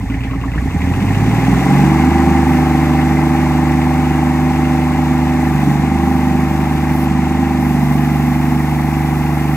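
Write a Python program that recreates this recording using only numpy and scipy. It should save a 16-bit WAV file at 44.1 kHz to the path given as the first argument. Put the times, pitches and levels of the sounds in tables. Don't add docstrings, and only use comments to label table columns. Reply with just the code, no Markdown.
import sys
import numpy as np
from scipy import signal
from scipy.fft import rfft, irfft
from scipy.io import wavfile
from scipy.ndimage import uniform_filter1d

SR = 44100
rng = np.random.default_rng(int(sys.argv[2]) if len(sys.argv) > 2 else 0)


def waveform_to_disk(signal):
    frames = np.transpose(np.atleast_2d(signal))
    scaled = np.clip(frames, -1, 1) * 32767
    samples = np.round(scaled).astype(np.int16)
    wavfile.write(sys.argv[1], SR, samples)


N = 421596

WORKING_HZ, IDLE_SETTING_HZ, FULL_SETTING_HZ = 25, 10.9, 25.96
THROTTLE_S, HARSH_UNTIL_S, SETTLE_S = 0.51, 1.8, 2.8
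DROOP_HZ, HALF_FUEL = 1.18, 0.56
LUG_HZ, LUG_RANGE_HZ = 1.27, .5
# (t/s, cycle rate f/Hz)
REVS = [(0.0, 8.172), (0.19, 9.65), (0.56, 9.715), (1.03, 15.752), (1.76, 23.826), (2.15, 25.664),
        (2.4, 25.536), (2.63, 24.95), (2.88, 24.978), (5.49, 25.013), (5.7, 23.924), (5.98, 25.653),
        (6.35, 25.032), (7.16, 24.962), (7.43, 25.487), (7.8, 24.439), (8.83, 24.781), (9.56, 24.64)]

def crankshaft():
    t = np.arange(N) / SR
    hz, = curves(REVS)
    setting_hz = np.where(t < THROTTLE_S, IDLE_SETTING_HZ, FULL_SETTING_HZ)
    short_hz = np.maximum(setting_hz - hz, 0)
    demand = np.tanh(short_hz / DROOP_HZ)
    lug = np.clip((short_hz - LUG_HZ) / LUG_RANGE_HZ, 0, 1)
    fuel, labour = uniform_filter1d([demand, lug], size=SR // 8)
    harsh = np.exp(-np.maximum(t - HARSH_UNTIL_S, 0) / SETTLE_S)
    return hz, np.array([np.log2(hz / WORKING_HZ), fuel - HALF_FUEL, harsh, labour])


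def ride(fader, state):
    return fader[0] + np.dot(fader[1:], state)


WAVER_DB, RAGGED_DB = .4, 1.4
FRAME_ORDER = 10
# (t/s, height 0-1)
ARM_HEIGHT = [(2.55, 0), (5.3, 0.8), (7.7, 1), (9.56, 0.4)]
# (f/Hz, width/Hz, level/dB)
STANDING_WAVES = [(70.6, 2.1, -8), (144.8, 5.5, 4), (186.3, 6.4, 13), (682, 11, 8)]
# (order, level/dB, then dB per unit of each: octave of speed, fuel, harshness,
# labour, oil pressure, arm height)
DRONE_ORDERS = [(3, -19, 17, -2.5, 4.5, 1, -1, 0), (6, -18.5, 4.5, 5.5, 2.5, 2, 0.5, -0.5),
                (7, -35.5, 18, 21, -2, -2.5, -11, -8), (8, -40.5, 6, -7.5, 21.5, 4, -14.5, 16.5),
                (9, -25.5, 2, -8, -2, 8, -13, 3.5), (10, -23, 23, 4.5, 7, -4.5, 2, 4.5),
                (12, -41.5, -13, -7.5, 1, 1, 8, -4), (28, -41, 10, 6, -7, -3, 1, 1)]

def exhaust(cycles, hz, state, pressure, frame_db):
    height, = curves(ARM_HEIGHT)
    controls = np.vstack([state, pressure, height])
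    wobble_db = WAVER_DB + RAGGED_DB * state[-1]
    since_thump = cycles - THUMPS[0][0]
    drone = 0
    for order, *fader in DRONE_ORDERS:
        swell_db = sum(db * np.exp(-((order * hz - centre) / width) ** 2)
                       for centre, width, db in STANDING_WAVES)
        level_db = ride(fader, controls) + swell_db + frame_db * (order == FRAME_ORDER)
        drone += undb(level_db + wobble_db * walk(20)) * np.cos(2 * np.pi * order * since_thump)
    return drone


# (place in the cycle 0-1, relative level/dB)
THUMPS = [(.6, -5.5), (.2, -9)]
# (f/Hz, width/Hz, relative level/dB)
CHASSIS_MODES = [(115, 15, -17), (183, 24.7, 0.5), (216, 40, -4), (263.5, 19.3, 4.5), (298, 7.3, -2.5),
                 (346, 20, -5.5), (406, 66, -11.5)]
# (f/Hz, level/dB)
MUFFLER_EQ = [(50, -16), (110, -2), (160, -2), (350, -1), (430, -9.5), (550, -19.5), (1200, -60)]
# (f/Hz, level/dB)
SOFT_FIRING_EQ = [(290, 0.5), (350, -12), (450, -6)]

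def chassis(cycles, hz):
    pace = hz / hz.max()
    shifted = cycles + .55 * (.975 - pace)
    blows = sum(undb(db) * strikes(shifted, place, scatter_db=1.7, slop=0.0018) for place, db in THUMPS)
    puff = scrape(blows, seconds=0.007)
    push = steady(blows) + undb(2.8) * steady(puff) + undb(-3) * pace * noise()
    boom = colour(body(push, CHASSIS_MODES), MUFFLER_EQ)
    return steady(pace ** 2 * boom + (1 - pace ** 2) * colour(boom, SOFT_FIRING_EQ))


FAN_ORDER, FAN_FADER = 13.085, (-23, 7, 0, 7.5, -3)

def fan(cycles, state):
    return undb(ride(FAN_FADER, state) + .5 * walk(12)) * np.sin(2 * np.pi * FAN_ORDER * cycles)


WHINE_ORDERS = (31, 34)
# (place in the cycle 0-1, relative level/dB)
RATTLES = [(.46, 1), (.655, -4.5), (.23, -4.5), (0.97, -16)]
# (f/Hz, width/Hz, relative level/dB)
PANEL_MODES = [(700, 19, -20), (788, 42, 5), (809, 17, 5), (966, 120, -17)]

def panel(cycles):
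    blows = sum(undb(db) * strikes(cycles, place, scatter_db=-1.4, slop=0.0016) for place, db in RATTLES)
    lower, upper = (np.cos(2 * np.pi * order * (cycles - RATTLES[0][0])) for order in WHINE_ORDERS)
    gears = undb(-28.5) * lower + undb(-21.5) * upper
    contact = 1 + np.cos(2 * np.pi * (cycles - .52))
    whine = gears * contact * undb(0.75 * walk(9.2))
    buzz = undb(-5.5) * steady(scrape(blows, seconds=0.0041))
    ringing = body(steady(blows) + whine + buzz, PANEL_MODES)
    return steady(ring(ring(ringing, hz=884, width=450), hz=770, width=800))


# (place in the cycle 0-1, f/Hz, width/Hz, relative level/dB)
KNOCKS = [(.04, 2057, 130, 1), (0.078, 1015, 150, -4.5), (.32, 2090, 263, -3), (.5, 1836, 90, 0.5),
          (0.631, 2070, 200, -2.5), (0.748, 1117, 89, -1.5), (.86, 2600, 420, -1.5), (0.871, 1454, 159, -8),
          (0.198, 2720, 500, -3.5)]
# (f/Hz, level/dB)
BLOCK_EQ = [(250, -22), (400, 4.5), (520, -1), (720, 4.5), (980, 8), (1150, 3.5), (1450, -1), (2050, 2),
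            (2700, -6.5), (3150, -16.5), (4300, -17.5), (8000, -28)]
# (f/Hz, level/dB)
IDLE_KNOCK_EQ = [(400, 3), (600, 2), (850, -2.5), (1100, -11), (1400, -6), (1850, -0.5), (2800, -1)]

def clatter(cycles):
    rings, blows = 0, 0
    for place, hz, width, db in KNOCKS:
        knock = undb(db) * strikes(cycles, place, scatter_db=2.9, slop=0.001)
        push = knock + undb(-18) * scrape(knock, seconds=0.0056)
        rings += ring(ring(push, hz, width), hz, 3 * width) / np.sqrt(width)
        blows += knock
    block = colour(steady(scrape(blows, seconds=0.004)) + undb(4.5) * noise(), BLOCK_EQ)
    pace = np.gradient(cycles) * SR / WORKING_HZ
    block = pace ** 2 * block + (1 - pace ** 2) * colour(block, IDLE_KNOCK_EQ)
    grind_db = 5 * np.log2(pace)
    return steady(undb(grind_db) * steady(block) + undb(-8.5) * steady(rings))


# (t/s, relative level/dB, f/Hz)
CLANKS = [(0.1391, -26, 2000), (0.2349, -22, 2230), (0.3334, -25.5, 1060), (0.4354, -22, 1050),
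          (0.5444, -21.5, 1040), (0.5781, -22.5, 1800), (0.817, -24, 2160)]

def clanks():
    track = np.zeros(N)
    t = np.arange(SR // 8) / SR
    envelope = np.exp(-t / 0.017) * (1 - np.exp(-t / 0.00077))
    for start_s, db, hz in CLANKS:
        metal = ring(ring(rng.standard_normal(len(t)), hz, 0.31 * hz), hz, .6 * hz)
        start = int(start_s * SR)
        track[start:start + len(t)] += undb(db - 2.5) * metal / metal.std() * envelope
    return track


VALVE_S = .05
# (start t/s, end t/s,
# oil pressure 0-1, pump level/dB, hiss level/dB, chassis boom change/dB, frame hum change/dB)
MOVES = [(2.476, 2.605, 0.6, -35, -47, -1, 4.5), (2.582, 5.46, 0.9, -35.5, -52, -1.5, 0),
         (5.443, 5.78, 0.16, -39, -46, 2, -2.5), (5.98, 6.45, 0.17, -36, -47, 1, 1),
         (6.46, 6.904, 0.26, -37.5, -46.5, 0, -5.5), (6.914, 7.056, 0.7, -36.5, -39, 0.5, -2.5),
         (7.22, 7.63, 0.2, -38.5, -50, 0, -0.5), (7.615, 8.603, 0.05, -50, -42.5, -0.5, 2.5),
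         (8.6, 9.8, 0.06, -50, -43, -2.5, -2)]

def control_valve():
    t = np.arange(N) / SR
    controls = 0
    for start, end, pressure, pump_db, oil_db, boom_db, frame_db in MOVES:
        opening = np.clip(np.minimum(t - start, end - t) / VALVE_S + .5, 0, 1)
        controls += np.outer([pressure, undb(pump_db), undb(oil_db), boom_db, frame_db], opening)
    return controls


PUMP_ORDER = 24

def pump(cycles):
    return undb(walk(11)) * np.sin(2 * np.pi * PUMP_ORDER * cycles)


# (f/Hz, level/dB)
OIL_EQ = [(5000, -28), (9000, -38), (10800, 6.5), (12200, -4), (13100, 8), (14000, -7), (15000, 6),
          (16000, -15)]
# (f/Hz, width/Hz, relative level/dB)
OIL_WHISTLES = [(5430, 150, -4), (8305, 80, -5), (11420, 70, 1), (11970, 70, -3), (12790, 60, 0),
                (15030, 150, -5)]

def oil():
    whistle = steady(body(noise(), OIL_WHISTLES))
    hiss = steady(colour(noise(), OIL_EQ))
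    return steady(hiss + undb(-3) * whistle) * undb(.6 * walk(30))


# (f/Hz, level/dB)
AIR_EQ = [(1500, -28), (3400, 8.5), (4500, -0.5), (6000, 3), (7300, 3.5), (7900, -0.5), (8600, 4),
          (10500, -4.5), (13000, -0.5), (15500, -16)]

def air(cycles):
    pulse_db = .8 * np.cos(4 * np.pi * (cycles - .3)) + .5 * walk(60)
    return steady(colour(noise() * undb(pulse_db), AIR_EQ))


RUMBLE_DB, ROCK_DB = -43, -36.5

def rumble(cycles):
    low = colour(noise(), [(18, -30), (35, 3), (55, 9), (100, -7), (160, -12), (400, -54), (2000, -90)])
    pace = np.clip(np.gradient(cycles) * SR / WORKING_HZ, 0, 1)
    rocking = pace ** 2 * np.sin(4 * np.pi * cycles)
    return undb(RUMBLE_DB) * steady(low) + undb(ROCK_DB) * rocking


# (f/Hz, likeness of left and right 0-1)
LIKENESS = [(330, .9995), (450, .98), (900, .96), (1400, .86), (3200, .85), (4400, .35), (6500, .3),
            (8000, .88), (15000, .88)]
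# (f/Hz, left minus right level/dB)
PAN = [(120, -1.5), (260, -2), (450, 2), (750, 1.5), (1300, 4), (2200, -0.5), (3600, -0.7), (4400, -3),
       (6000, -6), (7400, 1.5), (9000, -0.7)]
# (f/Hz, left lead/rad)
PHASE_LEAD = [(0, 0), (2240, 0.24), (3530, 3.9), (3960, 2.24), (4740, 5.6), (5250, 3.56), (7320, 7.8),
              (7920, 6.2), (9300, 3.4), (10200, 2.9), (11100, 0), (11900, -0.2), (14600, -5.5),
              (16600, -6.8)]

def car_park(machine, hiss, stray_hiss):
    echoes = signal.fftconvolve(machine, tail(t60=0.23))[:N]
    alike = np.clip(across(LIKENESS), 0, 1)
    mid = rfft(machine + hiss) * np.sqrt((1 + alike) / 2)
    side = rfft(echoes + stray_hiss) * np.sqrt((1 - alike) / 2)
    lean = undb(across(PAN) / 2) * np.exp(.5j * across(PHASE_LEAD))
    return irfft(np.array([(mid + side) * lean, (mid - side) / lean]), N)


def tail(t60):
    t = np.arange(SR // 2) / SR
    response = rng.standard_normal(len(t)) * np.exp(-np.log(1000) * t / t60)
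    return response / np.sqrt(np.sum(response ** 2))


def strikes(cycles, place, scatter_db, slop):
    timing, strength = rng.standard_normal((300, 2)).T
    due = np.arange(len(timing)) + place + slop * timing
    when = np.interp(due, cycles, np.arange(N), right=N)
    inside = when < N - 1
    at, part = np.divmod(when[inside], 1)
    at = at.astype(int)
    size = undb(scatter_db * strength[inside])
    return np.bincount(at, size * (1 - part), N) + np.bincount(at + 1, size * part, N)


def scrape(clicks, seconds):
    pole = np.exp(-1 / (seconds * SR))
    return noise() * signal.lfilter([1 - pole], [1, -2 * pole, pole ** 2], clicks)


def ring(x, hz, width):
    return signal.lfilter(*signal.iirpeak(hz, hz / width, fs=SR), x)


def body(x, modes):
    return sum(undb(db) * ring(x, hz, width) for hz, width, db in modes)


def colour(x, eq):
    return irfft(rfft(x) * undb(across(eq)), N)


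def across(table):
    hz, value = np.transpose(table)
    return np.interp(np.log(np.arange(N // 2 + 1) * SR / N + 1), np.log(hz), value)


def curves(table):
    times, *columns = np.transpose(table)
    return [np.interp(np.arange(N) / SR, times, column) for column in columns]


def steady(x):
    size = SR // 5
    return x / np.sqrt(uniform_filter1d(uniform_filter1d(x ** 2, size), size) + 1e-12)


def walk(rate):
    hold = int(SR / rate)
    steps = np.repeat(rng.standard_normal(N // hold + 1), hold)[:N]
    slow = uniform_filter1d(uniform_filter1d(steps, hold), hold)
    return slow / slow.std()


def noise():
    return rng.standard_normal(N)


def undb(db):
    return 10 ** (np.asarray(db) / 20)


THUMP_FADER, PANEL_FADER = (-23.5, 5, -0.5, 7, 2), (-26.5, 13, -5, 5, 2)
CLATTER_FADER, AIR_FADER = (-28, 8, 1.5, 5.5, 0), (-41.5, 8, 0.5, 4, 2.5)
BYPASS_FADER = (-66, 10, 2, 6, 3)

def scene():
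    hz, state = crankshaft()
    cycles = np.cumsum(hz) / SR
    pressure, pump_gain, oil_gain, boom_db, frame_db = control_valve()
    boom = undb(ride(THUMP_FADER, state) + boom_db) * chassis(cycles, hz)
    drone = exhaust(cycles, hz, state, pressure, frame_db)
    engine = boom + drone + fan(cycles, state) + pump_gain * pump(cycles) + rumble(cycles)
    rattle = undb(ride(PANEL_FADER, state)) * panel(cycles)
    metal = rattle + undb(ride(CLATTER_FADER, state)) * clatter(cycles) + clanks()
    air_gain = undb(ride(AIR_FADER, state))
    oil_gain = np.hypot(oil_gain, undb(ride(BYPASS_FADER, state)))
    hiss, stray_hiss = (air_gain * air(cycles) + oil_gain * oil() for _ in range(2))
    return car_park(engine + metal, hiss, stray_hiss)


TOP_HZ = 15700

def record(dry):
    rounded = dry / (1 + dry ** 8) ** (1 / 8)
    return signal.sosfilt(signal.ellip(10, .2, 80, TOP_HZ, fs=SR, output="sos"), rounded)


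dry = scene()
out = record(dry)
waveform_to_disk(out)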